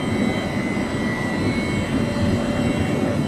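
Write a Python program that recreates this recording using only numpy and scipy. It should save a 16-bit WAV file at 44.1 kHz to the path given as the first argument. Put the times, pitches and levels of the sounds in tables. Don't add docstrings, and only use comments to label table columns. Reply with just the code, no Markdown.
import sys
import numpy as np
from scipy import signal
from scipy.fft import irfft
from scipy.io import wavfile
from scipy.ndimage import uniform_filter1d

SR = 44100
rng = np.random.default_rng(int(sys.argv[2]) if len(sys.argv) > 2 else 0)


def pcm_store(signal):
    levels = np.round(np.clip(np.atleast_2d(signal), -1, 1) * 32767)
    wavfile.write(sys.argv[1], SR, levels.astype(np.int16).T)


N = 144207

SWITCH_HZ, SUPPLY_HZ = 2000.6, 39.55
STRONG_ORDERS = [(1, -1), (1, 1), (1, 3), (1, 5), (2, -2), (2, 0), (2, 2), (4, 0)]
# start_s, level_db
SWITCH_LOWER_INNER = [(0.0, -42.7), (0.32, -47.6), (0.4, -40.7), (0.84, -45.6), (1.12, -31.3),
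                      (1.24, -30.6), (1.56, -46.4), (1.68, -41.7), (1.84, -51.1), (1.96, -44.4),
                      (3.2, -49.1), (3.27, -47.3)]
SWITCH_UPPER_INNER = [(0.0, -44.5), (0.28, -33.5), (0.48, -42), (0.68, -34), (0.84, -36.5), (0.96, -54),
                      (1.08, -38.5), (1.24, -36), (1.4, -57), (1.84, -44.5), (2.36, -46.5), (2.76, -41),
                      (3.16, -71), (3.27, -60.2)]
SWITCH_UPPER_MIDDLE = [(0.0, -47), (0.48, -56), (0.68, -57.6), (0.76, -50), (1.12, -37), (1.68, -55),
                       (2.08, -59), (2.12, -74), (2.76, -46), (3.27, -75)]
SWITCH_UPPER_OUTER = [(0.0, -44), (0.2, -41.5), (0.8, -44), (1.36, -60), (1.48, -36.5), (1.56, -33.5),
                      (1.76, -33.5), (2.12, -67), (2.36, -74), (2.72, -40), (2.96, -40.5), (3.12, -50),
                      (3.27, -46.3)]
# start_s, level_db
OCTAVE_LOWER = [(0.0, -64), (0.24, -41), (0.44, -44), (0.8, -67), (0.88, -48.5), (1.36, -63), (1.48, -49),
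                (1.8, -47.5), (2.12, -76), (2.72, -48), (3.27, -65.2)]
OCTAVE_CENTRE = [(0.0, -56), (0.2, -76), (0.4, -49), (0.64, -64), (1.12, -58), (1.28, -50), (1.72, -44.5),
                 (1.96, -78), (2.48, -70), (3.27, -48)]
OCTAVE_UPPER = [(0.0, -51), (0.2, -55), (0.44, -51), (1.24, -57), (1.4, -45.5), (1.6, -44), (1.72, -56.5),
                (2.2, -46), (2.88, -63), (3.12, -57.2), (3.27, -69.2)]
# start_s, level_db
WHISTLE_LEVEL = [(0.0, -66), (0.2, -49), (0.27, -50), (0.4, -68), (0.7, -64), (0.78, -53), (0.97, -49),
                 (1.05, -68), (1.45, -56), (1.58, -69), (1.66, -49.5), (1.82, -50), (2.0, -66), (2.5, -64),
                 (2.62, -49), (2.78, -49), (2.94, -52), (3.05, -68), (3.27, -66)]
WEAK_ORDERS = [(1, -5), (2, -6), (2, -4), (2, 6), (3, -3), (3, -1), (3, 3), (3, 5), (4, -2), (4, 2)]
WEAK_LEVELS = [-53.5, -59.5, -63, -79, -67, -68, -71, -69.5, -68.5, -68]

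GEAR_PITCHES = (2748.3, 3133.6, 4867)
# start_s, level_db
GEAR_LOWEST = [(0.0, -52), (0.96, -56.4), (1.04, -68), (1.32, -46), (1.52, -66.0), (1.8, -44),
               (2.36, -49.5), (2.68, -42), (3.27, -51)]
GEAR_MIDDLE = [(0.0, -41.5), (0.28, -50.5), (0.4, -42), (0.64, -69), (1.04, -44), (1.2, -68), (1.72, -41.5),
               (2.2, -49.5), (2.64, -43.5), (3.04, -53.5), (3.12, -65.3), (3.27, -49)]
GEAR_HIGHEST = [(0.0, -67), (0.42, -64), (0.45, -53), (0.71, -62), (0.77, -53.5), (1.16, -57), (1.18, -65),
                (2.06, -60), (3.27, -62)]
FAINT_PITCHES = [866.5, 990.7, 1060, 1244, 1352, 1370, 1497, 2988, 3370, 7826, 8180, 8789, 8865]
FAINT_LEVELS = [-49, -50, -57.5, -52, -54, -59, -54.5, -59, -65.5, -64, -71, -67.5, -67]

BLADE_HZ = 579.5
# start_s, level_db
BLADE_LEVEL = [(0.0, -45), (0.64, -51), (0.8, -34), (0.92, -48), (1.96, -41.5), (2.08, -33), (2.68, -34.5),
               (2.8, -41.5), (3.12, -31), (3.27, -47)]
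# pitch_hz, half_width_hz, level_db (before fades and swells)
HUM_RESONANCES = [(101.3, 11, -39), (145.6, 5.6, -37.5), (194.1, 3, -37), (232.5, 6.6, -35.5),
                  (368.2, 4.7, -40), (520, 8.5, -45.5), (615, 11, -52.5), (755.7, 10, -46)]

# frequency_hz, relative_level_db (per Hz)
ROAR_SPECTRUM = [(62, -23), (85, -7.5), (105, -5), (160, -9), (228, -0.5), (330, -7.5), (452, -14),
                 (620, -13.5), (802, -21.5), (1100, -22), (1590, -27.5), (2050, -24.5), (2460, -33),
                 (3060, -32.5), (3600, -37), (4100, -34.5), (4600, -40), (5900, -41), (6700, -46),
                 (8000, -39), (8900, -44.5), (11100, -50.5), (12400, -53), (13800, -62)]
# start_s, level_db (the hums use only the departures from the mean)
BASS_SURGES = [(0.0, -29), (0.05, -24), (0.31, -21), (0.4, -27), (0.84, -23), (0.87, -32), (0.95, -22),
               (1.19, -29), (1.24, -22), (1.38, -26.5), (1.44, -21), (1.53, -23.5), (1.81, -26),
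               (1.87, -32.5), (1.95, -21.5), (2.04, -23), (2.09, -27.5), (2.36, -21), (2.42, -29),
               (2.44, -24.5), (3.02, -20), (3.15, -24), (3.2, -19.5), (3.27, -22)]
# start_s, deep_db, middle_db, treble_db
ROAR_SWELLS = [(0.0, -52, -28, -50.5), (0.11, -34.5, -29.5, -50.5), (0.4, -38.5, -26, -49.5),
               (0.53, -39.5, -27.5, -50.5), (2.36, -28, -26.5, -48.5), (2.42, -38.5, -25.5, -49),
               (2.84, -30, -27.5, -49), (2.85, -44, -27.5, -48), (3.11, -35.5, -25, -50),
               (3.27, -39, -33, -50)]
SWELL_CENTRES = (100, 240, 800, 5000)
# frequency_hz, band_number
ROAR_BANDS = [(40, 0), (2000, 17), (14500, 82)]

# start_s, level_db
RUMBLE_LEVEL = [(0, -46), (0.06, -42), (1.4, -42), (1.9, -37), (2.4, -37.5), (2.75, -37), (2.8, -56),
                (3.27, -60)]

FADE_DB, FADE_PER_S = 3, 4.5
FLUTTER_DB, PITCH_WAVER = 1.2, .0003
SHAFT_HZ, SHAFT_DRIFT_RAD = SUPPLY_HZ / 2, .6
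DRIVE_THROB_PER_MULTIPLE, GEAR_THROB = .07, .28
FLICKER_DB, TREBLE_FLICKER_DB, FLICKER_PER_S = 1.41, 3.5, 18
RUMBLE_LOW_HZ, RUMBLE_HIGH_HZ = 34.7, 55.3
TOP_HZ = 14030


def drive():
    levels = [SWITCH_LOWER_INNER, SWITCH_UPPER_INNER, SWITCH_UPPER_MIDDLE, SWITCH_UPPER_OUTER,
              OCTAVE_LOWER, OCTAVE_CENTRE, OCTAVE_UPPER, WHISTLE_LEVEL]
    out = 0
    for (switching, supply), table in zip(STRONG_ORDERS, levels):
        hz = switching * SWITCH_HZ + supply * SUPPLY_HZ
        out = out + tone(hz, curve(table), DRIVE_THROB_PER_MULTIPLE * switching)
    for (switching, supply), db in zip(WEAK_ORDERS, WEAK_LEVELS):
        hz = switching * SWITCH_HZ + supply * SUPPLY_HZ
        out = out + tone(hz, db + FADE_DB * walk(FADE_PER_S))
    return out


def gears():
    out = 0
    for hz, table in zip(GEAR_PITCHES, (GEAR_LOWEST, GEAR_MIDDLE, GEAR_HIGHEST)):
        out = out + tone(hz, curve(table), GEAR_THROB)
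    for hz, db in zip(FAINT_PITCHES, FAINT_LEVELS):
        out = out + tone(hz, db + FADE_DB * walk(FADE_PER_S), GEAR_THROB)
    return out


def blades():
    return tone(BLADE_HZ, curve(BLADE_LEVEL))


def hums():
    out = 0
    for hz, half_width_hz, db in HUM_RESONANCES:
        out = out + hum(hz, half_width_hz, db) * undb(FADE_DB * walk(FADE_PER_S))
    bass_db = curve(BASS_SURGES)
    return out * undb(bass_db - bass_db.mean())


def roar():
    log_hz = np.log2(np.maximum(np.arange(N // 2 + 1) * SR / N, 1))
    spectrum = np.array(ROAR_SPECTRUM)
    colour = undb(np.interp(log_hz, np.log2(spectrum[:, 0]), spectrum[:, 1], left=-60))
    colour = colour / shaped(colour * (log_hz < np.log2(400))).std()

    swells = np.array([curve(ROAR_SWELLS), curve(BASS_SURGES),
                       curve(ROAR_SWELLS, col=2), curve(ROAR_SWELLS, col=3)])
    swells += swells[1].mean() - swells.mean(axis=1, keepdims=True)

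    layout = np.array(ROAR_BANDS)
    edges, numbers = np.log2(layout[:, 0]), layout[:, 1]
    band_position = np.interp(log_hz, edges, numbers)
    out = 0
    for band in range(1, numbers[-1] + 1):
        window = np.cos(np.pi / 2 * np.clip(band_position - band, -1, 1))
        centre = np.interp(band, numbers, edges)
        place = np.interp(centre, np.log2(SWELL_CENTRES), range(4))
        db = sum(max(1 - abs(place - k), 0) * swells[k] for k in range(4))
        flicker_db = np.interp(place, range(2, 4), (FLICKER_DB, TREBLE_FLICKER_DB))
        gain = undb(db + flicker_db * walk(FLICKER_PER_S))
        out = out + gain * shaped(colour * window)
    return out


def rumble():
    f = np.arange(N // 2 + 1) * SR / N + 1
    low_cut = 1 + (RUMBLE_LOW_HZ / f) ** 12
    high_cut = 1 + (f / RUMBLE_HIGH_HZ) ** 4
    air = shaped(1 / np.sqrt(low_cut * high_cut))
    return air / air.std() * undb(curve(RUMBLE_LEVEL))


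def tone(hz, db, throb=0.):
    wavering_hz = hz * (1 + PITCH_WAVER * walk(12))
    phase = 2 * np.pi * (np.cumsum(wavering_hz) / SR + rng.random())
    turn = 2 * np.pi * (SHAFT_HZ * np.arange(N) / SR + rng.random()) + SHAFT_DRIFT_RAD * walk(5)
    rms = undb(db + FLUTTER_DB * walk(14))
    return np.sqrt(2) * rms * (1 + throb * np.cos(turn)) * np.sin(phase)


def hum(hz, half_width_hz, db):
    f = np.arange(N // 2 + 1) * SR / N
    ring = shaped(1 / (1 + ((f - hz) / half_width_hz) ** 2))
    return ring / ring.std() * undb(db)


def shaped(gain):
    bins = rng.standard_normal(len(gain)) + 1j * rng.standard_normal(len(gain))
    return irfft(gain * bins, N)


def walk(rate):
    k = int(SR / rate)
    held = np.repeat(rng.standard_normal(N // k + 1), k)
    return 1.34 * uniform_filter1d(uniform_filter1d(held, k), k)[:N]


def curve(table, col=1):
    rows = np.array(table)
    return np.interp(np.arange(N) / SR, rows[:, 0], rows[:, col])


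def undb(db):
    return 10 ** (np.asarray(db) / 20)


def scene():
    return (drive() + gears() + blades() + hums() + roar() + rumble())[None, :]


def record(dry):
    low_pass = signal.ellip(14, .3, 80, TOP_HZ, fs=SR, output="sos")
    return signal.sosfilt(low_pass, dry)


dry = scene()
out = record(dry)
pcm_store(out)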